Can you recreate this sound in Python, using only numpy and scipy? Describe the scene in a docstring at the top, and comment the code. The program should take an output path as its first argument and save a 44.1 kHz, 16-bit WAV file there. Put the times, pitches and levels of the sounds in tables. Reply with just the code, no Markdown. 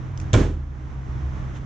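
"""Van door slammed in an open yard

A slowing engine, an idling one and distant traffic are wavering tones and coloured noise.
Two light handle ticks and a fainter third precede the latch's crack: decaying noise bursts and modes.
The load space booms and the panels ring as damped sines, to the right; the shell rattles as banded noise.
A soft scuff follows; the recorder's gain ducks at the slam and creeps back."""
import sys
import numpy as np
from scipy import signal
from scipy.fft import rfft, irfft
from scipy.io import wavfile
from scipy.ndimage import uniform_filter1d

SR = 44100
rng = np.random.default_rng(int(sys.argv[2]) if len(sys.argv) > 2 else 0)


def persist_wave(psi):
    """Save psi, clipped to +-1, as 16-bit WAV."""
    counts = np.round(np.clip(psi, -1, 1) * 32767).astype(np.int16)
    wavfile.write(sys.argv[1], SR, np.atleast_2d(counts).T)


N = 72765  # length in samples

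# Levels in dB are nominal: before the onset envelopes and the recorder. Colours in dB per Hz are relative.

# A vehicle losing revs. Each row: time in seconds, firing frequency in Hz, level in dB.
SLOWING_ENGINE = [(0, 99.2, -38.5), (0.219, 86.14, -28), (0.291, 84.7, -37.5), (0.601, 73.55, -24),
                  (0.781, 68.6, -28.5), (.95, 63.9, -32), (1.249, 67.5, -27), (1.45, 66, -37.5),
                  (1.65, 55.4, -36)]
# Hum of an idling engine. Each row: frequency in Hz, level in dB.
IDLING_ENGINE = [(129.5, -34.5), (256, -56.5), (309, -51), (618, -68)]
# Spread of both engines' pitch (fraction of the frequency) and level (dB).
HUM_WAVER, HUM_FLUTTER_DB = 0.0078, 1.5
# Colour of distant traffic. Each row: frequency in Hz, density in dB per Hz.
TRAFFIC_COLOUR = [(20, -8.5), (35, 0), (70, -0.5), (140, -4), (200, -12), (320, -18), (550, -25.5),
                  (1100, -23.5), (2000, -31), (2700, -39), (3400, -41), (4600, -49.5), (6200, -43),
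                  (8000, -54.5), (14000, -67)]
TRAFFIC_DB, SWELL_DB = -32, 1.09  # level, and the spread of its slow swell
# Stereo balance of the yard. Each row: frequency in Hz, left minus right in dB.
YARD_BALANCE = [(100, -1), (300, -4), (700, -6), (1500, -2), (4200, -2.5), (7000, 0)]
# Likeness of the yard's two sides. Each row: frequency in Hz, likeness from 0 to 1.
YARD_LIKENESS = [(50, .55), (240, 0.95), (470, .67), (920, 0), (1800, .05), (3600, 0.6), (7000, 0.2)]

# Light ticks of the door hardware. Each row: start in seconds, level in dB, t60 in seconds.
HARDWARE_TICKS = [(0.1753, -28.5, 0.0057), (0.2, -29.5, 0.0073), (.213, -49, 0.028)]
# Colour of the ticks. Each row: frequency in Hz, density in dB per Hz.
TICK_COLOUR = [(1000, -17.5), (2500, -2), (4000, -8.5), (6300, 5.5), (8000, -7.5), (14000, -33.5)]
TICK_TAIL_DB, TICK_TAIL_T60 = -26.5, 0.2  # tail level relative to its tick, and decay in seconds

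# Metal contacts of the closing latch.
# Each row: start in seconds, bright click level in dB, clack level in dB, t60 in seconds.
LATCH_CONTACTS = [(.3310, -20.5, -22, 0.027), (.3370, -18, -19, 0.022), (0.3395, -28, -13, .026),
                  (0.3475, -20, -23, .03)]
# Colour of the bright click. Each row: frequency in Hz, density in dB per Hz.
CLICK_COLOUR = [(1500, -2), (3500, -2.5), (5000, -7.5), (6300, 3.5), (7400, 3.5), (9000, -21), (14000, -22)]
# Colour of the lower clack. Each row: frequency in Hz, density in dB per Hz.
CLACK_COLOUR = [(300, -1), (650, 6), (900, -15), (1050, -1), (1200, -11), (1420, -1.5), (1730, 3),
                (1950, -5), (2300, -8.5), (2700, -5.5), (3400, -0.5), (5000, -16.5), (12000, -44.5)]
# Modes of the striker and door frame. Each row: frequency in Hz, level in dB, t60 in seconds.
STRIKER_MODES = [(632, -21.5, 0.12), (1051, -22.5, 0.13), (1429, -17.5, .09), (1734, -18, 0.043),
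                 (2305, -20, 0.079), (3376, -24.5, 0.058), (6550, -30, 0.1), (7100, -27, 0.044)]
STRIKER_START_S, STRIKER_RISE_S = 0.3412, 0.00078

# Modes of the load space's air and the door leaf. Each row: frequency in Hz, level in dB, t60 in seconds.
BOOM_MODES = [(42.2, -4.5, 0.82), (80.04, -3, 0.6), (105.1, 5, 0.29), (112.37, 5.5, 0.2),
              (137.6, -10, 0.46), (151.2, -7, 0.44)]
BOOM_START_S, BOOM_RISE_S = 0.3327, 0.028
# Modes of the body's steel panels. Each row: frequency in Hz, level in dB, t60 in seconds.
PANEL_MODES = [(185.5, -18.5, .36), (206.2, -18.5, .33), (226, -15, 0.33), (253.5, -11.5, 0.35),
               (279.8, -8, .3), (304.3, -7, 0.36), (343.6, -5, 0.28), (388, -9.5, 0.31), (404.2, -9, 0.34),
               (448, -15, 0.13), (475.2, -12, 0.3), (511.3, -16.5, 0.39), (560.6, -13.5, .23),
               (611.5, -16.5, .22)]
PANEL_START_S, PANEL_RISE_S = 0.3378, 0.018

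# Colour of the dense ringing of shell and fittings. Each row: frequency in Hz, density in dB per Hz.
SHELL_COLOUR = [(40, -4.5), (100, -0.5), (190, 0), (300, 2), (550, -9), (750, -13.5), (1000, -14.5),
                (1600, -17.5), (2500, -23), (3500, -25), (4800, -31.5), (6500, -25.5), (8000, -32),
                (14000, -52.5)]
# Decay of the shell. Each row: frequency in Hz, t60 in seconds.
SHELL_T60 = [(60, 0.65), (250, 0.46), (500, 0.37), (1000, .39), (3000, 0.34), (10000, 0.32)]
SHELL_START_S, SHELL_RISE_S = 0.337, 0.011
SHELL_DB, RATTLE_DB = -5.5, 1.5  # level, and the spread of the rattle
# The yard's echo: delay in seconds, level relative to the shell in dB, rise in seconds.
ECHO_DELAY_S, ECHO_DB, ECHO_RISE_S = 0.042, -5.5, 0.014

# Stereo balance of the door. Each row: frequency in Hz, left minus right in dB.
DOOR_BALANCE = [(100, -1), (300, -3.5), (500, -6), (850, -9), (1450, -4), (2500, -3), (4200, -3),
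                (7000, 0.53)]
# Likeness of the door's two sides. Each row: frequency in Hz, likeness from 0 to 1.
DOOR_LIKENESS = [(60, .85), (200, 0.97), (470, .92), (950, 0.23), (1800, .6), (3600, .75), (7000, 0.17)]

# Colour of a soft scuff of a shoe or sleeve. Each row: frequency in Hz, density in dB per Hz.
SCUFF_COLOUR = [(400, -10), (1000, 0.5), (1700, 7), (2400, -2.5), (3300, 1.5), (4600, -16), (6500, -2.5),
                (8000, -15.5), (14000, -35)]
SCUFF_CENTRE_S, SCUFF_WIDTH_S, SCUFF_DB = 1.563, 0.026, -47.5

# Gain control: threshold, recovery rate, and span of the power average in seconds.
LIMIT_DB, RECOVER_DB_PER_S, DETECT_S = -10.5, 9, 0.015
MIC_EDGE_HZ, MIC_LEAK_DB = 7610, -9  # edge of the dull top, and the gain above it
TREBLE_CUT_HZ = 14900


def undb(db):
    """Amplitude ratio: twenty decibels make a factor of ten."""
    return 10 ** (np.asarray(db) / 20)


def at(points, hz):
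    """Logarithmic frequency scale: a table is interpolated linearly along it."""
    table_hz, values = np.array(points, float).T
    return np.interp(np.log(np.maximum(hz, 1)), np.log(table_hz), values)


def since(start):
    """Causality: elapsed seconds are zero until the start."""
    return np.maximum(np.arange(N) / SR - start, 0)


def ring(start, rise, t60):
    """Exponential build-up and decay: the decay factor falls by 60 dB in each t60."""
    age = since(start)
    build_up = 1 - np.exp(-age / rise)
    decay = np.exp(-np.log(1000) * age / t60)
    return build_up * decay


def pan(db):
    """Interaural level difference: half is given to each side with opposite sign."""
    return undb(np.array([[1], [-1]]) * db / 2)


def walk(rate):
    """Low-passed random fluctuation: noise averaged twice over 1/rate seconds, with a spread of one."""
    width = max(int(SR / rate), 1)
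    once = uniform_filter1d(rng.standard_normal(N), width, mode="wrap")
    twice = uniform_filter1d(once, width, mode="wrap")
    return twice / twice.std()


def noise(colour, balance, likeness):
    """Random-phase synthesis: mid and side set the likeness of two channels of unit overall level."""
    hz = np.fft.rfftfreq(N, 1 / SR)
    mid, side = np.exp(2j * np.pi * rng.random((2, len(hz))))
    alike = np.clip(at(likeness, hz), -1, 1)
    both = np.sqrt(1 + alike) * mid + np.sqrt(1 - alike) * side * np.array([[1], [-1]])
    audible = hz > 20
    spectrum = both * undb(at(colour, hz)) * pan(at(balance, hz)) * audible
    x = irfft(spectrum, N)
    return x / x.std()


def modes(table, start, rise, balance):
    """Modal superposition: damped sines set ringing by one push."""
    total = 0
    for hz, db, t60 in table:
        tone = np.sin(2 * np.pi * hz * since(start))
        total = total + undb(db) * ring(start, rise, t60) * tone * pan(at(balance, hz))
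    return total


def hum(hz, db):
    """Frequency and amplitude modulation: one engine tone wavers in pitch and level."""
    unsteady_hz = hz * (1 + HUM_WAVER * walk(11))
    phase = 2 * np.pi * np.cumsum(unsteady_hz) / SR
    level = np.sqrt(2) * undb(db + HUM_FLUTTER_DB * walk(19.4))  # table levels are RMS
    return level * np.sin(phase) * pan(at(YARD_BALANCE, np.mean(hz)))


def slowing_engine():
    """Periodic firing: the tone follows the firing frequency as the revs fall overall."""
    times, hz, db = np.array(SLOWING_ENGINE).T
    return hum(np.interp(since(0), times, hz), np.interp(since(0), times, db))


def idling_engine():
    """Additive synthesis: several steady-centred tones waver independently."""
    return sum(hum(hz, db) for hz, db in IDLING_ENGINE)


def traffic():
    """Incoherent summation: many far sources merge into coloured noise that swells gently."""
    level = undb(TRAFFIC_DB + SWELL_DB * walk(11.3))
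    return level * noise(TRAFFIC_COLOUR, YARD_BALANCE, YARD_LIKENESS)


def yard():
    """Superposition: the two engines and the traffic add."""
    return slowing_engine() + idling_engine() + traffic()


def ticks(rise=0.00048):
    """Impulsive excitation: each dry noise click decays quickly above a faint longer tail."""
    level = 0
    for start, db, t60 in HARDWARE_TICKS:
        tail = undb(TICK_TAIL_DB) * ring(start, rise, TICK_TAIL_T60)
        level = level + undb(db) * (ring(start, rise, t60) + tail)
    return level * noise(TICK_COLOUR, DOOR_BALANCE, DOOR_LIKENESS)


def latch(rise=0.00064):
    """Impact excitation: the catch hits the striker and snaps over it, and the striker's modes ring."""
    click = noise(CLICK_COLOUR, DOOR_BALANCE, DOOR_LIKENESS)
    clack = noise(CLACK_COLOUR, DOOR_BALANCE, DOOR_LIKENESS)
    contacts = 0
    for start, click_db, clack_db, t60 in LATCH_CONTACTS:
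        impact = undb(click_db) * click + undb(clack_db) * clack
        contacts = contacts + ring(start, rise, t60) * impact
    return contacts + modes(STRIKER_MODES, STRIKER_START_S, STRIKER_RISE_S, DOOR_BALANCE)


def boom():
    """Cavity resonance: the air of the load space and the door leaf ring at low modes."""
    return modes(BOOM_MODES, BOOM_START_S, BOOM_RISE_S, DOOR_BALANCE)


def panels():
    """Plate vibration: the steel panels ring at their damped modes."""
    return modes(PANEL_MODES, PANEL_START_S, PANEL_RISE_S, DOOR_BALANCE)


def shell(rattle_rate=500):
    """High modal density: noise decays octave by octave, with the yard's echo as later energy."""
    spectrum = rfft(noise(SHELL_COLOUR, DOOR_BALANCE, DOOR_LIKENESS))
    octave = np.log2(np.clip(np.fft.rfftfreq(N, 1 / SR), 62.5, 8000) / 62.5)
    rattle = undb(RATTLE_DB * walk(rattle_rate))
    total = 0
    for k in range(8):
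        centre_hz = 62.5 * 2 ** k
        t60 = at(SHELL_T60, centre_hz)
        overlap = np.maximum(1 - abs(octave - k), 0)  # neighbouring bands sum to one
        band = irfft(spectrum * overlap, N)
        direct = ring(SHELL_START_S, SHELL_RISE_S, t60)
        if centre_hz > rattle_rate * 1.4:  # only the upper bands rattle
            direct = direct * rattle
        echo = undb(ECHO_DB) * ring(SHELL_START_S + ECHO_DELAY_S, ECHO_RISE_S, t60)
        total = total + band * np.hypot(direct, echo)  # the powers add
    return undb(SHELL_DB) * total


def door():
    """Superposition: one slam excites latch, load space, panels and shell."""
    return latch() + boom() + panels() + shell()


def scuff():
    """Friction noise: a brief soft rub swells and fades as a Gaussian beside the door."""
    swell = np.exp(-((since(0) - SCUFF_CENTRE_S) / SCUFF_WIDTH_S) ** 2)
    return undb(SCUFF_DB) * swell * noise(SCUFF_COLOUR, DOOR_BALANCE, DOOR_LIKENESS)


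def scene():
    """Superposition: yard, ticks, door and scuff add in the air."""
    return yard() + ticks() + door() + scuff()


def record(dry):
    """Filtering and compression: a dull top, gain that ducks at once and recovers slowly, a treble cut."""
    low_pass = signal.ellip(8, .5, 60, MIC_EDGE_HZ, fs=SR, output="sos")
    high_pass = signal.butter(4, MIC_EDGE_HZ, "high", fs=SR, output="sos")
    below = signal.sosfilt(low_pass, dry)
    above = signal.sosfilt(high_pass, dry)
    x = below + undb(MIC_LEAK_DB) * above
    power = uniform_filter1d(np.mean(x ** 2, axis=0), max(int(DETECT_S * SR), 1))
    over_db = np.maximum(10 * np.log10(abs(power) + 1e-12) - LIMIT_DB, 0)
    # The running maximum holds the deepest reduction while the recovery ramp releases it.
    recovery_db = RECOVER_DB_PER_S * since(0)
    gain_db = recovery_db - np.maximum.accumulate(over_db + recovery_db)
    treble_cut = signal.ellip(8, .2, 70, TREBLE_CUT_HZ, fs=SR, output="sos")
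    return signal.sosfilt(treble_cut, x * undb(gain_db))


dry = scene()
out = record(dry)
persist_wave(out)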